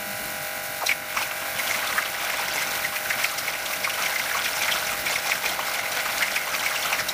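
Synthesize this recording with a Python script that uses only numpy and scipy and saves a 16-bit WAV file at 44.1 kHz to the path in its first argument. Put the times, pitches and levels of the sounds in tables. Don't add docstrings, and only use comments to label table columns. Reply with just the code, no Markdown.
import sys
import numpy as np
from scipy import signal
from scipy.fft import rfft, irfft
from scipy.io import wavfile
from scipy.ndimage import uniform_filter1d

SR = 44100
rng = np.random.default_rng(int(sys.argv[2]) if len(sys.argv) > 2 else 0)


def bounce(signal):
    frames = np.transpose(np.atleast_2d(signal))
    limited = np.clip(frames, -1, 1)
    pcm = np.round(limited * 32767).astype(np.int16)
    wavfile.write(sys.argv[1], SR, pcm)


N = 314433
TIME_S = np.arange(N) / SR
SHAFT_HZ, HOSE_RING_HZ = 47.28, 2050

# f/Hz, level/dB
RUMBLE_SPECTRUM = [(28, -36), (40, -11), (55, 2), (80, -5.5), (120, 0), (200, 0.5), (300, -1), (420, -6.5),
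                   (700, -21), (3000, -70)]
# t/s, level/dB, f/Hz, decay/s
BUMP_EVENTS = [(0.0, -42, 200, 0.027), (0.065, -38, 201, .07), (0.135, -37, 115, .02),
               (0.365, -41, 160, .015), (0.408, -36.5, 141, .02), (0.689, -31, 130, .008),
               (0.903, -37, 221, .012)]
# shaft harmonic, level/dB
WHINE_LINES = [(1, -29), (2, -20), (3, -21.5), (4, -19.5), (5, -24), (6, -19.5), (7, -19.5), (8, -22.5),
               (9, -33), (10, -15.5), (11, -9), (12, -29), (13, -1.5), (14, -4), (15, -8.5), (16, -10.5),
               (17, -1), (18, -13), (19, -36), (20, -24), (21, -8), (22, -25), (23, -13), (24, -25),
               (25, -15), (26, -13), (27, -10.5), (28, -13.5), (29, -3.5), (30, -22), (31, -0.5),
               (32, -4.5), (33, -9), (34, -3), (35, -8.5), (36, -19), (37, -25), (38, -11.5), (39, -31),
               (40, -9), (41, -5), (42, -13), (43, -4), (44, -25), (45, -21), (46, -4.5), (47, -18),
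               (48, -19), (49, -3.5), (50, -28), (51, -26), (52, -8), (53, -18), (54, -18), (55, -14.5),
               (56, -17), (57, -13), (58, -10.5), (59, -15), (60, -18), (61, -17), (62, -10.5), (63, -16),
               (64, -16)]
# shaft harmonic, level/dB
WHINE_TOP_LINES = [(79, -15), (83, -18), (84, -14.5), (92, -15), (117, -13), (124, -16), (138, -28)]
# f/Hz, level/dB
VALVE_SPECTRUM = [(1500, -32), (2800, -9), (3300, -0.5), (4300, -3), (6400, -0.5), (9400, -8)]
# f/Hz, level/dB
JET_SPECTRUM = [(400, -10.5), (620, 1.5), (1100, -0.5), (2200, 5), (3200, -1.5), (4200, 1.7), (5000, -1),
                (6300, -0.8), (8000, -4), (9600, 2), (12200, -.5), (13400, 4), (15200, 3.5)]
# t/s, gush level/dB, spray level/dB
FLOW_ENVELOPE = [(0.95, -70, -70), (1.03, -37.5, -52), (1.18, -30.5, -32.5), (1.36, -33, -45),
                 (1.75, -27.5, -32), (2.1, -28.5, -34.0), (2.35, -25.5, -31.0), (2.58, -27.5, -28.5),
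                 (2.72, -32.0, -33.5), (3.04, -32, -37.5), (3.25, -28.5, -30.5), (3.97, -29.5, -33),
                 (4.68, -27.0, -29.5), (4.98, -31.5, -33.5), (5.1, -27, -29.5), (5.97, -30.5, -36),
                 (6.18, -26.5, -29.5), (6.96, -27.5, -31), (7.13, -35.5, -35.5)]
# f/Hz, level/dB
GUSH_SPECTRUM = [(80, -36), (200, -24), (420, -12.5), (520, -5.5), (800, -2), (1100, -2.5), (1500, 1),
                 (1750, -4), (2200, 1.5), (2550, -3.5), (3300, -8), (4500, -15.5), (7000, -30)]
# f/Hz, level/dB
SPRAY_SPECTRUM = [(300, -40), (1500, -1), (3000, -2), (4000, 0), (4800, -1.5), (5600, 2), (6800, -4),
                  (9000, -7), (12000, -11.5), (15000, -5.5)]
# t/s, level/dB, f/Hz, length/s
LOUD_POCKETS = [(0.821, -23.5, 1150, 0.015), (0.836, -19.5, 796, .009), (0.871, -19, 3950, 0.0085),
                (0.895, -13.5, 2290, 0.011), (0.917, -14, 2250, .011), (1.173, -17.5, 1156, 0.0102),
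                (1.175, -19.5, 2250, 0.0086), (1.215, -25, 850, .011), (1.231, -21, 2500, .009),
                (1.597, -21.5, 2100, 0.0087), (1.749, -21, 2100, 0.0085), (1.985, -13.5, 1550, .011),
                (2.85, -19.5, 2000, 0.014), (2.965, -21, 2200, .01), (3.059, -19.5, 1680, 0.0048),
                (3.107, -16, 2000, 0.01), (3.247, -13.5, 2310, 0.0074), (3.389, -27, 5470, .008),
                (3.482, -20, 2280, 0.0092), (3.738, -22, 2280, .007), (3.848, -18, 2200, 0.0085),
                (3.877, -20.5, 1160, 0.01), (3.903, -23, 2765, 0.0088), (4.064, -19.5, 2280, .009),
                (4.162, -17.5, 2110, 0.0066), (4.199, -20.5, 2200, .008), (4.316, -21, 1590, 0.0072),
                (4.352, -20.5, 1160, .01), (4.463, -19.5, 2280, .011), (4.685, -17, 2070, 0.0096),
                (4.721, -18.5, 3190, 0.011), (5.069, -18, 2294, 0.0088), (5.16, -16.5, 2240, 0.0083),
                (5.321, -15, 2300, .009), (5.463, -19, 2240, 0.0089), (5.596, -21.5, 979, .014),
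                (5.795, -22.5, 2110, .013), (6.061, -22.5, 1160, 0.0099), (6.215, -22, 1590, .018),
                (6.232, -17.5, 2000, 0.02), (6.284, -18.5, 2240, 0.0058), (6.365, -14, 2306, 0.0092),
                (6.476, -25, 1030, .012), (6.666, -17, 2240, 0.016), (6.764, -21.5, 2650, .011),
                (6.924, -22, 900, .01), (6.931, -18.5, 2454, 0.0075), (6.994, -21, 1980, .015),
                (7.093, -19, 3890, .006)]


def from_db(db):
    return 10 ** (np.asarray(db) / 20)


def unit_rms(x):
    return x / np.sqrt(np.mean(x ** 2) + 1e-20)


def colour(x, spectrum):
    hz, db = np.transpose(spectrum)
    bin_hz = np.maximum(np.arange(N + 1) * SR / (2 * N), 1)
    gain = from_db(np.interp(np.log(bin_hz), np.log(hz), db))
    return unit_rms(irfft(rfft(x, 2 * N) * gain)[:N])


def drift(corner_hz):
    hop = 40
    r = np.exp(-2 * np.pi * corner_hz * hop / SR)
    slow = signal.lfilter([1], [1, -2 * r, r * r], rng.standard_normal(N // hop + 2002))[2000:]
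    return np.interp(np.arange(N) / hop, np.arange(len(slow)), unit_rms(slow))


def resonate(x, hz, width_hz):
    r = np.exp(-np.pi * width_hz / SR)
    return signal.lfilter([1, 0, -1], [1, -2 * r * np.cos(2 * np.pi * hz / SR), r * r], x + 1e-18)


def grains(low_hz, high_hz, per_s, q, size_db, clump_db, clump_hz, bands):
    out = np.zeros(N)
    for hz in np.geomspace(low_hz, high_hz, bands):
        born = np.flatnonzero(rng.random(N) < per_s / bands / SR)
        click_db = size_db * np.minimum(rng.exponential(1, N)[born], 4)
        click_db += clump_db * drift(clump_hz)[born]
        clicks = np.zeros(N)
        clicks[born] = from_db(click_db) * np.sign(rng.random(N)[born] - .5)
        out += np.sqrt(hz) * unit_rms(resonate(clicks, hz, hz / q))
    return out


def burst(age, attack, decay=1.46):
    age = np.clip(age, -20, 20)
    swell = 1 / (decay * np.exp(-attack * age) + attack * np.exp(decay * age))
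    return swell / np.max(swell)


def rumble(level_db=-49.5, gust_db=2.5):
    return from_db(level_db + gust_db * drift(8.1)) * colour(rng.standard_normal(N), RUMBLE_SPECTRUM)


def bumps(rise_s=.003):
    out, age_s = np.zeros(N), TIME_S[:SR // 2]
    for start_s, level_db, hz, decay_s in BUMP_EVENTS:
        envelope = from_db(level_db) * np.tanh(age_s / rise_s) * np.exp(-age_s / decay_s)
        out[round(start_s * SR) + np.arange(len(age_s))] += envelope * np.sin(2 * np.pi * hz * age_s)
    return out


def motor_whine(turns, level_db=-33.5, flutter_db=1.0, scatter_cycles=.15, sweep_lines_per_turn=14):
    flutters = [from_db(flutter_db * drift(5)) for _ in range(5)]
    lines = np.zeros(N)
    for i, (k, line_db) in enumerate(WHINE_LINES + WHINE_TOP_LINES):
        cycles = k * turns - k * k / (2 * sweep_lines_per_turn) + scatter_cycles * rng.standard_normal()
        lines += from_db(line_db) * flutters[i % 5] * np.sin(2 * np.pi * cycles)
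    return from_db(level_db) * unit_rms(lines)


def each_turn(pattern, turns):
    return np.interp(turns % 1, np.linspace(0, 1, len(pattern)), pattern)


def valve_rattle(turns, level_db=-46.0, stroke_db=-0.5):
    chatter = each_turn(signal.resample(rng.standard_normal(400), 1600), turns)
    ripple = from_db(stroke_db * np.cos(2 * np.pi * 3 * turns))
    return from_db(level_db) * colour(chatter * ripple, VALVE_SPECTRUM)


def jet_hiss(turns, level_db=-32.5, throb_db=2.5, snap_db=1.5, piston_db=.1, uneven_db=1.5,
             sputter_db=1.4):
    stroke = 2 * np.pi * 3 * turns
    ripple_db = piston_db * np.cos(stroke) + throb_db * np.cos(2 * stroke) + snap_db * np.cos(4 * stroke)
    ripple_db += uneven_db * each_turn(unit_rms(rng.standard_normal(40)), turns)
    ripple_db += sputter_db * drift(10)
    return from_db(level_db) * colour(rng.standard_normal(N) * from_db(ripple_db), JET_SPECTRUM)


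def yard_echo(x, echo_db=-12.0, t60_s=0.16, lowpass_hz=5000):
    age_s = TIME_S[:SR // 3]
    tail = rng.standard_normal(len(age_s)) * from_db(-60 * age_s / t60_s) * (age_s > .004)
    tail = signal.sosfilt(signal.butter(1, lowpass_hz, fs=SR, output="sos"), tail / np.linalg.norm(tail))
    return x + from_db(echo_db) * signal.fftconvolve(x, tail)[:N]


def hose_ring(x, width_hz=91, boost_db=2.47):
    return x + (from_db(boost_db) - 1) * np.pi * width_hz / SR * resonate(x, HOSE_RING_HZ, width_hz)


def splats(per_s=50, depth=0.69, decay_s=0.0094):
    hits = (rng.random(N) < per_s / SR) * rng.random(N)
    r = np.exp(-1 / (decay_s * SR))
    return unit_rms(1 + depth * signal.lfilter([1], [1, -r], hits + 1e-18))


def water_stream(trim_db=-3.0, lump_db=1.95, surge_db=1.07):
    flow_s, gush_db, spray_db = np.transpose(FLOW_ENVELOPE)
    lumps = from_db(lump_db * drift(28) + surge_db * drift(3))
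    bubbles = grains(300, 4980, per_s=5000, q=11.9, size_db=3.0, clump_db=2.5, clump_hz=29, bands=24)
    drops = grains(2226, 14550, per_s=6000, q=9, size_db=2.5, clump_db=4.0, clump_hz=35, bands=14)
    gush = from_db(np.interp(TIME_S, flow_s, gush_db)) * colour(bubbles, GUSH_SPECTRUM)
    spray = from_db(np.interp(TIME_S, flow_s, spray_db)) * colour(drops, SPRAY_SPECTRUM)
    return from_db(trim_db) * lumps * splats() * (gush + spray)


def small_pockets(count=27, hose_full_s=1.3, over_db=2.5, centre_hz=2000, spread_oct=1.3, length_s=.00803):
    place, pitch = rng.random((2, count))
    times_s = hose_full_s + (TIME_S[-1] - hose_full_s) * (np.arange(count) + place) / count
    flow_s, gush_db, _ = np.transpose(FLOW_ENVELOPE)
    level_db = np.interp(times_s, flow_s, gush_db) + over_db
    hz = centre_hz * 2 ** (spread_oct * (2 * pitch - 1))
    return list(zip(times_s, level_db, hz, np.full(count, length_s)))


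def pocket_note(age, hz, glide_hz=280, width_hz=276, rasp_exponent=.7):
    swell = burst(age + 0.078, attack=5.8)
    r = np.exp(-np.pi * width_hz / SR)
    complex_noise = [1, 1j] @ rng.standard_normal((2, len(age)))
    turbulence = uniform_filter1d(signal.lfilter([1], [1, -r], complex_noise), int(SR / hz) + 1)
    turbulence *= np.abs(turbulence) ** (rasp_exponent - 1)
    pitch_hz = hz - glide_hz * np.tanh(age / 2)
    note = swell * np.real(turbulence * np.exp(2j * np.pi * np.cumsum(pitch_hz) / SR))
    return note * np.sqrt(np.sum(swell ** 2) / np.sum(note ** 2))


def air_spurts(note_trim_db=-2.5, mist_trim_db=-22.5, mist_db_per_oct=8.5, mist_lead_s=0.004):
    notes, puff_power = np.zeros(N), np.zeros(N)
    offsets = np.arange(-1500, 3500)
    age_s = offsets / SR
    for time_s, level_db, hz, length_s in LOUD_POCKETS + small_pockets():
        at = np.minimum(round(time_s * SR) + offsets, N - 1)
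        notes[at] += from_db(level_db + note_trim_db) * pocket_note(age_s / length_s, hz)
        puff_db = mist_trim_db + 0.51 * level_db + mist_db_per_oct * np.log2(hz / HOSE_RING_HZ)
        puff = burst((age_s + mist_lead_s) / (2 * length_s), attack=7.0)
        puff_power[at] += (from_db(puff_db) * puff) ** 2
    highpass = signal.butter(2, 400, "high", fs=SR, output="sos")
    mist = grains(2030, 14000, per_s=9000, q=18, size_db=2.0, clump_db=2.5, clump_hz=42, bands=14)
    return signal.sosfilt(highpass, notes) + np.sqrt(puff_power) * colour(mist, SPRAY_SPECTRUM)


def scene():
    turns = np.cumsum(SHAFT_HZ * (1 + 0.000399 * drift(3))) / SR
    washer = motor_whine(turns) + valve_rattle(turns) + jet_hiss(turns)
    outflow = yard_echo(hose_ring(water_stream() + air_spurts()))
    return (washer + outflow + rumble() + bumps())[None]


def record(dry, threshold_db=-21.0, slope=0.89, smooth_s=0.023, release_db_per_s=3.5, cutoff_hz=15350):
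    level_db = 10 * np.log10(uniform_filter1d(dry[0] ** 2, size=900) + 1e-12)
    cut_db = np.maximum(level_db - threshold_db, 0) * slope
    release_db = release_db_per_s * TIME_S
    held_db = np.maximum.accumulate(cut_db + release_db) - release_db
    r = np.exp(-1 / (smooth_s * SR))
    ducked = dry * from_db(-signal.lfilter([1 - r], [1, -r], held_db))
    return signal.sosfilt(signal.ellip(12, .2, 80, cutoff_hz, fs=SR, output="sos"), ducked)


dry = scene()
out = record(dry)
bounce(out)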